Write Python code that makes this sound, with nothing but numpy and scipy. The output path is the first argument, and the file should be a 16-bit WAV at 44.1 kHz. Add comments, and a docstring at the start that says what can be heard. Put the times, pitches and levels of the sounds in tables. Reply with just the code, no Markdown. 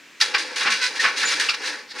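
"""A worn engine that won't start

A starter cranks in an open engine bay, outdoors, and the engine never catches. The pinion grinds on
the ring gear in uneven surges and the engine kicks back with harsh clanks that set loose parts ringing.
Dry metal squeaks, a bearing squeals, the starter groans and the cylinders puff weakly.
Block and body panels ring; the yard answers briefly over a faint bed of air."""
import sys
import numpy as np
from scipy import signal
from scipy.fft import rfft, irfft, next_fast_len
from scipy.io import wavfile
from scipy.ndimage import map_coordinates

SR = 44100
rng = np.random.default_rng(int(sys.argv[2]) if len(sys.argv) > 2 else 0)


def inscribe(sig):
    """Save sig as 16-bit PCM at rate SR to the path in sys.argv[1].

    A 1-D sig is mono; a 2-D sig holds one channel per row.
    Samples are clipped to [-1, 1] before scaling.
    """
    pcm = np.round(np.clip(np.atleast_2d(sig).T, -1, 1) * 32767)
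    wavfile.write(sys.argv[1], SR, pcm.astype(np.int16))


N = 2 * SR


# bright, gritty EQ of the grind: (frequency [Hz], gain [dB])
GRIND_EQ = [(20, -78), (150, -29), (450, -32), (700, -23), (1100, -11.5), (1650, 1.5), (2600, 3),
            (3150, -0.5), (4000, 4.5), (5000, 1.5), (6400, -3), (7400, -10.5), (10000, -13), (11300, -28.5),
            (15800, -36)]
def grinding():
    """The pinion grinds on the ring gear in surges and keeps rubbing between them."""
    rub = amp(-8) * envelope(CHURN_LEVELS)
    load = np.hypot(rasps(), rub)
    return amp(9) * coloured(teeth(rate_hz=232.8, scrape_db=0) * load, GRIND_EQ)


# surges of the pinion on the ring gear: (start [s], level [dB], attack [s], hold [s])
GEAR_RASPS = [(0.2, -31, 0.0036, 0.013), (0.378, -36.5, 0.0024, 0.014), (0.555, -34, 0.0053, 0.06),
              (0.699, -31, 0.0038, 0.02), (0.808, -32.5, 0.0096, 0.023), (0.95, -42, 0.0046, 0.022),
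              (0.993, -32.5, 0.0033, 0.031), (1.159, -32.5, 0.011, 0.056), (1.267, -32, 0.0041, 0.057),
              (1.393, -28, .001, 0.011), (1.442, -40, 0.012, 0.048), (1.604, -35.5, 0.059, 0.012),
              (1.969, -38.5, 0.028, .02)]
def rasps(release_db_per_s=176):
    """Envelope of the load on the gear: each rasp bites, holds and lets go."""
    load = np.zeros(N)
    for start, db, attack, hold in GEAR_RASPS:
        t = clock() - start
        release_db = release_db_per_s * np.maximum(t - attack - hold, 0)
        load = np.maximum(load, np.clip(t / attack, 0, 1) * amp(db - release_db))
    return load


def teeth(rate_hz, scrape_db, jitter=.08, spread_db=3):
    """Gear teeth strike unevenly, each hit trailed by a short scrape; rms 1."""
    phase = np.cumsum(rate_hz * np.exp(jitter * wobble(90))) / SR
    tooth = phase.astype(int)
    strength = amp(spread_db * (2 * rng.random(N) - 1))[tooth]
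    hits = np.diff(tooth, prepend=0) * strength * rng.choice([-1, 1], N)
    scrape = rng.standard_normal(N) * strength * np.exp(-(phase % 1))
    return unit(unit(hits) + amp(scrape_db) * unit(scrape))


# kickbacks through the drive, the last row a brief hissing puff: (peak time [s], level [dB], rise [s], fall
# [s], bright over dull [dB])
KICKBACKS = [(0.212, -11.5, 0.00093, 0.0078, 19.5), (0.2204, -14.5, 0.0017, 0.006, 7.5),
             (0.3457, -16.5, 0.0045, 0.022, -5), (0.615, -23.5, 0.0065, 0.0079, -16),
             (0.671, -17, 0.019, 0.028, -13), (.738, -32.5, 0.0069, 0.071, 3),
             (.856, -25.5, 0.033, 0.012, 29), (1.05, -16, .014, 0.033, -13.5),
             (1.231, -23, 0.0028, 0.023, -7), (1.323, -25, 0.016, 0.016, -21),
             (1.416, -27, 0.0033, 0.013, 0), (1.494, -19, 0.0053, 0.013, 10),
             (1.542, -24, 0.0053, 0.01, 1.5), (1.913, -34, 0.017, 0.013, 13)]
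# dull body of the block's clank: (frequency [Hz], gain [dB])
BLOCK_EQ = [(20, -75), (120, -40), (250, -21), (480, -15), (650, -15), (850, -7), (1300, -1), (2400, 0),
            (3200, -7), (5000, -14), (8000, -32), (11000, -55)]
# bright edge of the gear's clash: (frequency [Hz], gain [dB])
CLASH_EQ = [(20, -65), (600, -44), (1700, -1), (3000, -5), (3900, 7), (5000, 8), (6500, -8.5),
            (10000, -18.5), (11500, -29), (15800, -35)]
def clanks(blow_db=25.5, soft_rise_s=.0038):
    """Each kick slams the teeth together: a dull clank of the block and a bright clash of the gear. The last
    row uses the same sound for a brief, bright hissing puff."""
    dull, bright = np.zeros(N), np.zeros(N)
    block = teeth(rate_hz=420, scrape_db=-1.5)
    gear = teeth(rate_hz=410, scrape_db=1)
    for peak, db, rise, fall, bright_db in KICKBACKS:
        t = clock() - peak
        shape = amp(db) * np.exp(np.minimum(t / rise, -t / fall)) / np.hypot(1, amp(bright_db))
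        hardness = amp(blow_db) * np.exp(-rise / soft_rise_s)  # slow kicks land softly
        blow = hardness * (np.arange(N) == round(peak * SR))
        dull += shape * (block + blow)
        bright += shape * amp(bright_db) * (gear + blow)
    return coloured(dull, BLOCK_EQ) + coloured(bright, CLASH_EQ)


# metal ringing on hard clanks: (start [s], pitch [Hz], level [dB], fall [s], flutter depth [Hz])
PART_RINGS = [(.3445, 843, -32, .028, 24), (.3432, 2500, -13.5, .007, 160), (1.489, 1275, -21, .018, 130),
              (1.4875, 2750, -12.5, .009, 130), (1.489, 2380, -22, .024, 150)]
def loose_parts(rise_s=.0015):
    """Struck loose parts ring at once and buzz as they die away."""
    ringing = np.zeros(N)
    for start, hz, db, fall, flutter_hz in PART_RINGS:
        t = np.maximum(clock() - start, 0)
        ringing += amp(db) * (1 - np.exp(-t / rise_s)) * np.exp(-t / fall) * tone(hz, flutter_hz)
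    return ringing


# dry metal chirps: (peak time [s], pitch [Hz], level [dB], half length [s], flutter depth [Hz])
METAL_SQUEAKS = [(.625, 3890, -29, .012, 110), (1.003, 1836, -18, 0.0064, 95),
                 (1.242, 1700, -24.5, 0.014, 160), (1.262, 7030, -24, .006, 70),
                 (1.284, 7010, -28, .007, 70), (1.415, 1650, -29, 0.019, 170),
                 (1.645, 1640, -34, .012, 150), (1.745, 1710, -34, .016, 160)]
def squeaks():
    """Dry metal sings for a moment, cleanly or hoarsely."""
    return sum(swell(*row, sag_per_s=.6) for row in METAL_SQUEAKS)


# the bearing's notes: (peak time [s], pitch [Hz], level [dB], half length [s])
BEARING_NOTES = [(0.733, 566.6, -28.5, 0.018), (.842, 513.4, -24.5, 0.023)]
# their overtones, with no fundamental: (multiple of the pitch, gain [dB])
BEARING_PARTIALS = [(2, -14), (3, -2), (4, -5), (5, -4.5), (8, -9.5)]
def bearing_squeals():
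    """A dry bearing sticks and slips, its squeal sinking as the shaft slows."""
    return sum(swell(*row, flutter_hz=11, sag_per_s=.8, partials=BEARING_PARTIALS)
               for row in BEARING_NOTES)


# fader ride of the turning engine: (time [s], level [dB])
CHURN_LEVELS = [(0.19, -71), (0.22, -42), (.72, -43.5), (.83, -44), (1.046, -41), (1.44, -40),
                (1.55, -50.5), (1.606, -40.5), (1.812, -47), (1.904, -69), (1.964, -39), (2.0, -46)]
# mid-heavy EQ of the churn: (frequency [Hz], gain [dB])
CHURN_EQ = [(20, -33), (60, -25), (110, -21), (180, -30), (260, 0), (480, 3.5), (670, -5.5), (900, 4.5),
            (1250, -1.5), (1650, 5.5), (2500, 3.5), (3300, -15.5), (4800, 1.5), (7000, -16), (15800, -66)]
def churning():
    """Starter and valve gear rattle more steadily under the grind."""
    return amp(5) * coloured(teeth(rate_hz=310, scrape_db=12.5) * envelope(CHURN_LEVELS), CHURN_EQ)


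# low groans under load: (peak time [s], pitch [Hz], level [dB], half length [s])
STARTER_NOTES = [(.41, 345, -47, .03), (.71, 235, -48, .035), (1.69, 325, -46, .03)]
def starter_groans():
    """The starter's note falls as compression drags it down."""
    return sum(swell(*row, flutter_hz=18.7, sag_per_s=2.3) for row in STARTER_NOTES)


# weak breaths of the cylinders: (peak time [s], level [dB], half length [s])
CYLINDER_PUFFS = [(0.66, -43.5, 0.021), (1.25, -48, 0.023), (1.352, -47, 0.028)]
# muffled EQ of a puff: (frequency [Hz], gain [dB])
PUFF_EQ = [(20, -41), (60, -20), (100, -4.5), (200, 2.5), (300, 13.5), (2000, -92)]
def puffs():
    """Unburnt charge leaves the cylinders in soft, low puffs."""
    shape = sum(amp(db) * bell(peak, half) for peak, db, half in CYLINDER_PUFFS)
    return coloured(shape * rng.standard_normal(N), PUFF_EQ)


# resonances of block and panels: (frequency [Hz], boost [dB], width [Hz])
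BAY_MODES = [(504, 8.5, 35), (846, 10, 12), (1102, 7.5, 28), (1356, 8, 23), (1499, 11.5, 6.8),
             (1634, 4, 42), (1731, 6, 82), (2087, 5, 63), (2320, 9, 11), (2797, 6, 46), (3320, 8, 21),
             (4742, 4.5, 37)]
def engine_bay(x, paths_s=(.0006, .0017), reflection=.58):
    """Block and panels ring, and short reflections in the bay smear each impact."""
    def resonance(hz):
        return 1 + sum((amp(db) - 1) / (1 + (2 * (hz - centre) / width) ** 2)
                       for centre, db, width in BAY_MODES)

    def allpass(hz):
        delays = np.exp(-2j * np.pi * np.outer(paths_s, hz))
        return np.prod((delays - reflection) / (1 - reflection * delays), axis=0)

    return filtered(causal(x, resonance), allpass)


def reverb(x, t60_s):
    """Scattered reflections blur into a tail of decaying noise; wet only, at unity energy."""
    t = clock()[:SR // 2]
    tail = rng.standard_normal(len(t)) * amp(-60 * t / t60_s)
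    return signal.fftconvolve(x, tail / np.linalg.norm(tail))[:N]


# EQ of the outdoor bed: (frequency [Hz], gain [dB])
AIR_EQ = [(20, -80), (90, -19.5), (160, -11.5), (250, 0.5), (400, -5.5), (650, -10.5), (1200, -6),
          (1700, 0), (2600, 0), (3300, -6.5), (5000, -10), (7400, -13), (8500, -22), (15800, -30)]
def air():
    """A faint, steady hush lies behind the engine."""
    return amp(-48) * coloured(rng.standard_normal(N), AIR_EQ)


# a panel's reflection: (frequency [Hz], side gain [dB])
PANEL_SIDE = [(100, -17), (600, -57), (2000, -18.5), (6000, -9.5)]
# scattered sound: (frequency [Hz], side gain [dB])
SCATTER_SIDE = [(50, -10), (200, -18), (2000, -13), (5000, -19), (9000, -17), (13000, -3.5)]
# balance across the spectrum: (frequency [Hz], left over right [dB])
BALANCE = [(40, 0), (200, 4), (500, 4.5), (1000, 2.5), (2000, 0.9), (4000, -1.5), (9000, 1)]
def stereo(mid, panel_delay_s=.000925):
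    """A panel's reflection and scattered sound reach left and right in opposite phase, adding width."""
    panel = filtered(mid, lambda hz: amp(along(PANEL_SIDE, hz)) * np.exp(-2j * np.pi * hz * panel_delay_s))
    scatter = filtered(reverb(mid, t60_s=.093), lambda hz: amp(along(SCATTER_SIDE, hz)))
    side = panel + scatter
    pair = np.array([mid + side, mid - side])
    return filtered(pair, lambda hz: amp(np.outer([.5, -.5], along(BALANCE, hz))))


def tone(hz, flutter_hz, glide=1, partials=((1, 0),)):
    """A tone whose pitch flutters; the deeper the flutter, the more its level chatters."""
    rate = .22 * hz  # flutters a second
    chatter_db = flutter_hz / 55
    phase = 2 * np.pi * np.cumsum(hz * glide + flutter_hz * wobble(rate)) / SR
    return sum(amp(db) * unit(np.sin(k * phase) * amp(chatter_db * wobble(rate))) for k, db in partials)


def swell(peak, hz, db, half, flutter_hz, sag_per_s, partials=((1, 0),)):
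    """A short tone that swells and fades on a sagging pitch."""
    glide = np.exp(-sag_per_s * (clock() - peak))
    return amp(db) * bell(peak, half) * tone(hz, flutter_hz, glide, partials)


def bell(peak_s, half_s):
    """A Gaussian fade in and out."""
    return np.exp(-.5 * ((clock() - peak_s) / half_s) ** 2)


def envelope(points):
    """Gain per sample from (time [s], level [dB]) points; silent before the first."""
    times, db = np.transpose(points)
    return amp(np.interp(clock(), times, db, left=-120))


def wobble(rate):
    """A smooth random curve, rate knots a second."""
    return map_coordinates(rng.standard_normal(int(N * rate / SR) + 4), [np.arange(N) * rate / SR])


def coloured(x, eq):
    """Shape x with an EQ curve; only the curve's shape counts, not its overall level."""
    return causal(x, lambda hz: amp(along(eq, hz)))


def causal(x, gain, taps=8192):
    """Minimum-phase filter: no pre-ring, and white noise keeps its power."""
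    cepstrum = irfft(np.log(unit(gain(np.fft.rfftfreq(2 * taps, 1 / SR)))))
    cepstrum[1:taps] *= 2
    cepstrum[taps + 1:] = 0
    impulse = irfft(np.exp(rfft(cepstrum)))[:taps]
    return signal.fftconvolve(x, impulse)[:N]


def filtered(x, response):
    """Multiply the spectrum of x by response(hz)."""
    size = next_fast_len(N + SR // 2)
    return irfft(rfft(x, size) * response(np.fft.rfftfreq(size, 1 / SR)), size)[..., :N]


def along(points, hz):
    """Read a curve on a log frequency axis."""
    freqs, values = np.transpose(points)
    return np.interp(np.log(hz + 1), np.log(freqs + 1), values)


def amp(db):
    """Decibels to gain."""
    return 10 ** (np.asarray(db) / 20)


def unit(x):
    """Scale to rms 1."""
    return x / np.sqrt(np.mean(x ** 2) + 1e-20)


def clock():
    """Time of each sample in seconds."""
    return np.arange(N) / SR


def scene():
    """The engine in the yard, its bass leaning left and its treble spread wide."""
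    drive = engine_bay(grinding() + churning() + clanks())
    engine = drive + squeaks() + bearing_squeals() + loose_parts() + starter_groans() + puffs()
    yard = amp(-13.5) * reverb(engine, t60_s=.37)
    return stereo(engine + yard + air())


def record(dry):
    """A brick-wall high cut takes off the very top."""
    return filtered(dry, lambda hz: hz < 15850)


dry = scene()
out = record(dry)
inscribe(out)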